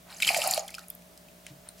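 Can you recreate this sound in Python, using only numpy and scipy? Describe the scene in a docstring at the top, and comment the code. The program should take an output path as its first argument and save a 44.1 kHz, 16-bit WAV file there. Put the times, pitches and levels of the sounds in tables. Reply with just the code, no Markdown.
"""Thick sauce is squeezed from a nearly empty bottle into a glass measuring cup on a kitchen counter.
Fingers shift their grip, then air and sauce splutter through the nozzle: bubbles pop in a crackling
spray while the air in the bottle gulps. As the flow dies, the last drips make the glass ring faintly.
The nozzle draws air again with sticky ticks, one with a splashy tail; a soft bump and faint finger rubs
come near the end. An appliance hums in the small room throughout."""
import sys
import numpy as np
from scipy import signal
from scipy.fft import rfft, irfft
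from scipy.io import wavfile

SR = 44100
rng = np.random.default_rng(int(sys.argv[2]) if len(sys.argv) > 2 else 0)


def generate_wav(sig):
    """Save sig (samples, or channels by samples) to the path in sys.argv[1] as 16-bit PCM at SR."""
    pcm = np.round(np.clip(np.atleast_2d(sig).T, -1, 1) * 32767).astype(np.int16)
    wavfile.write(sys.argv[1], SR, pcm)


N = 79380
T = np.arange(N) / SR

# Bubbles bursting at the nozzle. Each row: start in seconds, pitch in Hz, ring level in dB,
# decay in seconds, wet crack against the ring in dB before CRACK_TRIM_DB.
NOZZLE_POPS = [(.1025, 4030, -38.5, 0.00061, -26), (.127, 4100, -36.5, 0.00067, -25),
               (.145, 6900, -37.5, 0.002, -32), (.1655, 6150, -38, 0.0037, -9),
               (.2015, 1920, -32, 0.0014, 7.5), (.2185, 7400, -29, 0.0018, -2),
               (.2218, 3680, -15, 0.0012, -3), (.2232, 2570, -15.5, 0.0017, -1),
               (.2297, 2190, -14, 0.0013, -5), (.2472, 3020, -17.5, 0.00038, -4),
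               (.2765, 2940, -13, 0.0014, -6), (.2893, 2455, -9.5, 0.00086, -4),
               (.3448, 2247, -19.5, 0.0027, 2.5), (.366, 4680, -29.5, 0.0049, 7),
               (.3728, 6880, -23.5, 0.0035, 3.5), (.4177, 2690, -15, 0.00056, -0.5),
               (.4238, 3560, -29, 0.001, -11), (.4398, 6640, -30.5, 0.0017, 10),
               (.438, 1220, -32.5, 0.0056, -10), (.474, 9120, -21, 0.0028, 5.5),
               (.5098, 6940, -19.5, 0.002, 6.5), (.526, 5750, -28, .002, -5),
               (.5365, 4500, -15.5, 0.00069, -2), (.544, 9370, -18, 0.00069, -2),
               (.576, 2290, -32, 0.00091, 15.5), (.5938, 6700, -20.5, 0.00075, -11),
               (.6792, 3040, -36, 0.0026, 9), (.6913, 2040, -35.5, 0.00091, -14),
               (.7039, 7000, -50, 0.002, 16), (.7418, 2450, -32, 0.0014, 3), (.7487, 4300, -42, 0.0017, 11),
               (.782, 1240, -38, 0.0031, 5), (.792, 3720, -38.5, 0.0007, 6.5)]
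# Sticky ticks as the nozzle draws air again. Each row: start in seconds, pitch in Hz,
# ring level in dB, wet crack against the ring in dB before CRACK_TRIM_DB.
STICKY_TICKS = [(.883, 10070, -37.5, 2), (0.9008, 13300, -26, 5), (0.9009, 10100, -32, -15),
                (.950, 12530, -37, 2.5), (1.0207, 2400, -52, 7), (1.1753, 5000, -53, 17),
                (1.2845, 2330, -51, 5), (1.4653, 2270, -39.5, 12), (1.6873, 9120, -29.5, -9),
                (1.689, 3940, -38.5, -9)]
POP_ATTACK_S, POP_RISE_OCT_PER_S, POP_WOBBLE_OCT, TICK_DECAY_S = 0.001264, 20, 0.07, 0.00097
CRACK_LOW_RATIO, CRACK_TOP_RATIO = 0.82, 3.6  # band edges as multiples of the bubble's pitch
CRACK_TRIM_DB, CRACK_DULL_HZ = -7, 13000

# The spray's fader. Each row: time in seconds, level in dB.
SPRAY_FADER = [(.07, -68), (.11, -54.5), (.19, -50.5), (.225, -37), (.263, -38), (.272, -26), (.298, -30),
               (.315, -35), (.55, -35.5), (.59, -41), (.615, -53.5), (.79, -58), (.85, -61)]
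# The spray's EQ. Each row: frequency in Hz, relative gain in dB.
SPRAY_EQ = [(50, -18), (150, -3.5), (430, -9.5), (1200, -7), (1600, -9), (2300, 0.5), (3000, -4.5),
            (3450, -13), (4200, 0), (5000, 1), (5800, -8.5), (7400, -1.5), (8600, -8.5), (9600, -2.5),
            (14500, -15), (16000, -24)]
PEAK_DROPS_PER_S, DROP_SPREAD_DB, DROP_DECAY_CYCLES, DROP_LOW_HZ = 3800, 2, 4, 1103
MIST_DB, SPRAY_SIDE_DB = -6.5, -13.5
TOP_HZ = 15850  # the highest droplet, and the top of the whole mix

# Gulps of air in the bottle. Each row: start in seconds, pitch in Hz, peak in dB before low cut and pan.
AIR_GULPS = [(.3025, 707, -21.5), (.339, 723, -26.5), (.363, 675, -17.5), (.3835, 595, -19),
             (.443, 714.5, -24), (.456, 633, -22), (.471, 716, -20.5), (.531, 707, -28.5),
             (.5745, 629, -16), (.6205, 655, -34.5)]
GULP_ATTACK_S, GULP_DECAY_S, GULP_RISE_OCT_PER_S = 0.003, 0.0035, 3.7
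GURGLES_PER_S, GURGLE_LOW_HZ, GURGLE_HIGH_HZ, GURGLE_VS_RUSH_DB = 200, 589, 797, -2.5
# The fader for air rushing over the bottle's cavity. Each row: time in seconds, level in dB.
RUSH_FADER = [(.06, -65.5), (.268, -58.5), (.30, -40.5), (.48, -39.5), (.61, -46), (.655, -55.5),
              (.70, -61.5), (.85, -64)]
# The cavity's resonances. Each row: centre in Hz, nominal width in Hz, relative level in dB.
CAVITY_MODES = [(658, 96, -5), (774, 72, 1), (1220, 120, -9.5)]
BOTTLE_LEFT_VS_RIGHT_DB = -4

# Drips landing in the cup. Each row: start in seconds, pitch in Hz, strength of the hit in dB.
CUP_DRIPS = [(.598, 5100, -40.5), (0.7429, 2445, -36), (.7492, 5100, -39.5), (0.782, 1305, -46),
             (.903, 3447, -42)]
# The modes of the glass. Each row: pitch in Hz, gain on the hit in dB, time to fall 60 dB in seconds.
GLASS_MODES = [(1287, -8, .3), (2410, -6, 0.059), (3290, -4, 0.034), (3590, -15.5, 0.14),
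               (5075, 7.5, 0.031)]
DRIP_LOSS_DB_PER_OCT = 20

# The modes of a bump on the counter. Each row: pitch in Hz, peak in dB, decay in seconds.
BUMP_MODES = [(139, -46.5, 0.036), (301, -51, 0.019)]
BUMP_START_S, BUMP_ATTACK_S = 1.494, 0.026
# Soft swells of noise: finger rubs, and the splashy tail of the tick at 1.47 s.
# Each row: middle in seconds, half length in seconds, band centre in Hz, level in dB.
NOISE_SWELLS = [(0.115, 0.037, 1250, -52), (1.481, 0.033, 3480, -57.5), (1.676, 0.025, 1210, -59),
                (1.79, 0.014, 4630, -55)]

# The appliance's hum. Each row: frequency in Hz, rms level in dB.
HUM_PARTIALS = [(59.2, -70), (177.6, -61.5), (236.9, -72.5), (592.2, -65.5), (651.4, -65.5), (710.6, -73.5)]
# The room tone's EQ. Each row: frequency in Hz, relative gain in dB.
ROOM_TONE_EQ = [(18, -29), (54, -13), (148, -11.5), (180, -5), (207, -15.5), (245, -13), (581, -15.5),
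                (1410, -21.5), (4680, -24), (15500, -25.5)]
# The room tone's stereo width. Each row: frequency in Hz, side against mid in dB.
ROOM_TONE_WIDTH = [(40, -24), (130, -10), (300, -3.5), (1000, 1.5), (15000, -9)]
ROOM_TONE_DB = -55.5
EARLY_DB, EARLY_T60_S, REVERB_DB, REVERB_T60_S = -9.5, 0.012, -12.5, 0.17
ECHO_TOP_HZ, ECHO_SIDE_DB = 3970, -6.5


def bubble_pops(rows):
    """Each bursting bubble rings briefly while its film tears with a wet crack."""
    out = np.zeros(N)
    for start_s, hz, db, decay_s, crack_db in rows:
        tone, envelope = ring(hz, POP_ATTACK_S, decay_s, POP_RISE_OCT_PER_S, POP_WOBBLE_OCT)
        tear = cut(rng.standard_normal(SR // 10), hz * CRACK_LOW_RATIO, "high", order=4)
        tear = cut(tear, hz * CRACK_TOP_RATIO, "low", order=1)
        tear = cut(tear, max(CRACK_DULL_HZ, hz), "low")  # the wet film dulls the very top
        crack = envelope * np.resize(unit_rms(tear), len(envelope))
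        add(out, start_s, from_db(db) * (tone + from_db(crack_db + CRACK_TRIM_DB) * crack))
    return out


def sticky_ticks():
    """The nozzle draws air again with tiny, tight pops."""
    return bubble_pops([(s, hz, db, TICK_DECAY_S, crack_db) for s, hz, db, crack_db in STICKY_TICKS])


def spray():
    """Tiny bubbles of every size crackle in a fine mist; they thin to single specks as the flow dies."""
    flow = level(SPRAY_FADER)
    density = np.sqrt(flow / flow.max())
    sizes = from_db(DROP_SPREAD_DB * np.minimum(rng.exponential(1, N), 4)) * rng.choice([-1, 1], N)
    clicks = sizes * (rng.random(N) < density * PEAK_DROPS_PER_S / SR)
    pitches = np.geomspace(DROP_LOW_HZ, TOP_HZ, 40)
    pitch_index = rng.choice(len(pitches), N, p=pitches / pitches.sum())
    drops = np.zeros(N)
    for k, hz in enumerate(pitches):  # each click rings one bubble for a few cycles
        radius, angle = np.exp(-hz / (DROP_DECAY_CYCLES * SR)), 2 * np.pi * hz / SR
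        resonator = [1, -2 * radius * np.cos(angle), radius * radius]
        drops += np.sqrt(hz) * signal.lfilter([1, 0, -1], resonator, clicks * (pitch_index == k) + 1e-18)
    makeup_gain = np.sqrt(density.mean() / density)  # sparse drops still follow the fader
    drops = unit_rms(eq(drops, SPRAY_EQ)) * makeup_gain
    mist, side = unit_rms(eq(rng.standard_normal((2, N)), SPRAY_EQ))
    return flow * stereo(drops + from_db(MIST_DB) * mist, from_db(SPRAY_SIDE_DB) * side)


def bottle_air():
    """The air in the bottle gulps each time the nozzle clears, and resonates in between."""
    gulps = gurgle()
    for start_s, hz, db in AIR_GULPS:
        add(gulps, start_s, from_db(db) * ring(hz, GULP_ATTACK_S, GULP_DECAY_S, GULP_RISE_OCT_PER_S)[0])
    rush = np.zeros(N)
    for hz, width_hz, db in CAVITY_MODES:
        b, a = signal.iirpeak(hz, hz / (2 * width_hz), fs=SR)
        band = signal.lfilter(b, a, rng.standard_normal(N))
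        rush += from_db(db) * unit_rms(signal.lfilter(b, a, band))  # filtered twice for steeper skirts
    return cut(gulps + level(RUSH_FADER) * unit_rms(rush), hz=534, kind="high", order=8)


def gurgle():
    """Small blups of scattered pitch fill in around the gulps, riding the level of the rushing air."""
    out, rush = np.zeros(N), level(RUSH_FADER)
    for when, pitch_share in rng.random((int(GURGLES_PER_S * N / SR), 2)):
        hz = GURGLE_LOW_HZ * (GURGLE_HIGH_HZ / GURGLE_LOW_HZ) ** pitch_share
        blup = ring(hz, GULP_ATTACK_S, GULP_DECAY_S, GULP_RISE_OCT_PER_S)[0]
        add(out, when * N / SR, from_db(GURGLE_VS_RUSH_DB) * rush[int(when * N)] * blup)
    return out


def drips_on_glass():
    """Drips land in the cup; each drives the glass hardest at the modes near its own pitch."""
    out = np.zeros(N)
    for start_s, drip_hz, drip_db in CUP_DRIPS:
        for hz, mode_db, t60_s in GLASS_MODES:
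            loss_db = DRIP_LOSS_DB_PER_OCT * abs(np.log2(hz / drip_hz))
            envelope = from_db(drip_db + mode_db - loss_db - 60 * T / t60_s)
            add(out, start_s, envelope * np.sin(2 * np.pi * hz * T))
    return out


def counter_bump():
    """A dull knock on the counter: low modes with a soft attack."""
    out = np.zeros(N)
    for hz, db, decay_s in BUMP_MODES:
        add(out, BUMP_START_S, from_db(db) * ring(hz, BUMP_ATTACK_S, decay_s)[0])
    return out


def rubs_and_splash():
    """Soft swells of noise: finger rubs, and the splashy tail of the tick at 1.47 s."""
    out = np.zeros(N)
    for middle_s, half_s, hz, db in NOISE_SWELLS:
        band = cut(rng.standard_normal(N), hz / np.sqrt(2), "high")
        band = cut(band, hz * np.sqrt(2), "low")
        swell = np.exp(-((T - middle_s) / half_s) ** 2)
        out += from_db(db) * swell * unit_rms(band)
    return out


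def reflections(x, t60_s):
    """Dense, darkened echoes start after a millisecond and die away, spread between the ears."""
    noise = cut(rng.standard_normal((2, N)), ECHO_TOP_HZ, "low", order=1)
    echoes = noise * from_db(-60 * T / t60_s) * (T > .001)
    mid, side = echoes / np.sqrt(np.sum(echoes ** 2, axis=1, keepdims=True))
    return signal.fftconvolve(x[None], stereo(mid, from_db(ECHO_SIDE_DB) * side), axes=1)[:, :N]


def hum_and_room_tone():
    """The mains hum of an appliance over a quiet bed of room noise."""
    hum = sum(np.sqrt(2) * from_db(db) * np.sin(2 * np.pi * (hz * T + rng.random()))
              for hz, db in HUM_PARTIALS)
    mid, side = rng.standard_normal((2, N))
    room_tone = eq(stereo(mid, eq(side, ROOM_TONE_WIDTH)), ROOM_TONE_EQ)
    return hum + from_db(ROOM_TONE_DB) * unit_rms(room_tone)


def ring(hz, attack_s, decay_s, rise_oct_per_s=0, wobble_oct=0):
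    """A sine that swells and dies, with optional pitch rise and wobble; returns tone and envelope."""
    t = np.arange(int((attack_s + 10 * decay_s) * SR)) / SR
    attack = np.sin(np.pi / 2 * np.minimum(t / attack_s, 1)) ** 2
    envelope = attack * np.exp(-(np.maximum(t - attack_s, 0) / decay_s) ** 0.82)
    wobble = wobble_oct * np.interp(t * hz / 2, np.arange(200), rng.standard_normal(200))
    pitch_hz = hz * 2 ** (rise_oct_per_s * t + wobble)
    return envelope * np.sin(2 * np.pi * np.cumsum(pitch_hz) / SR), envelope


def from_db(db):
    """Decibels to gain."""
    return 10 ** (np.asarray(db) / 20)


def unit_rms(x):
    """Scale to unit power."""
    return x / np.sqrt(np.mean(x ** 2) + 1e-20)


def level(fader):
    """Gain over time from (s, dB) points, silent outside them."""
    return from_db(np.interp(T, *np.transpose(fader), left=-120, right=-120))


def eq(x, points):
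    """Shape a sound by (Hz, dB) points."""
    hz, db = np.transpose(points)
    curve_db = np.interp(np.log(np.fft.rfftfreq(N, 1 / SR) + 1), np.log(hz), db)
    return irfft(rfft(x) * from_db(curve_db), N)


def cut(x, hz, kind, order=2):
    """Butterworth low- or high-pass."""
    return signal.sosfilt(signal.butter(order, min(hz, SR / 2 - 1000), kind, fs=SR, output="sos"), x)


def stereo(mid, side):
    """Left and right from mid and side."""
    return np.array([mid + side, mid - side])


def add(out, start_s, sound):
    """Mix a sound in at a time."""
    i = int(start_s * SR)
    out[i:i + len(sound)] += sound[:N - i]


def scene():
    """The splutter up front, its echoes from cup, counter and walls, and the background."""
    pops = sticky_ticks() + bubble_pops(NOZZLE_POPS)
    gulps, hiss = bottle_air(), spray()
    pan = from_db(np.array([[BOTTLE_LEFT_VS_RIGHT_DB], [-BOTTLE_LEFT_VS_RIGHT_DB]]) / 2)
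    early = from_db(EARLY_DB) * reflections(pops, EARLY_T60_S)
    reverb = from_db(REVERB_DB) * reflections(pops + gulps + hiss.mean(axis=0), REVERB_T60_S)
    sauce = pops + drips_on_glass() + pan * gulps + hiss
    return sauce + early + reverb + counter_bump() + rubs_and_splash() + hum_and_room_tone()


def record(dry):
    """A steep high cut on the whole mix."""
    return signal.sosfilt(signal.ellip(10, .1, 80, TOP_HZ, fs=SR, output="sos"), dry)


dry = scene()
out = record(dry)
generate_wav(out)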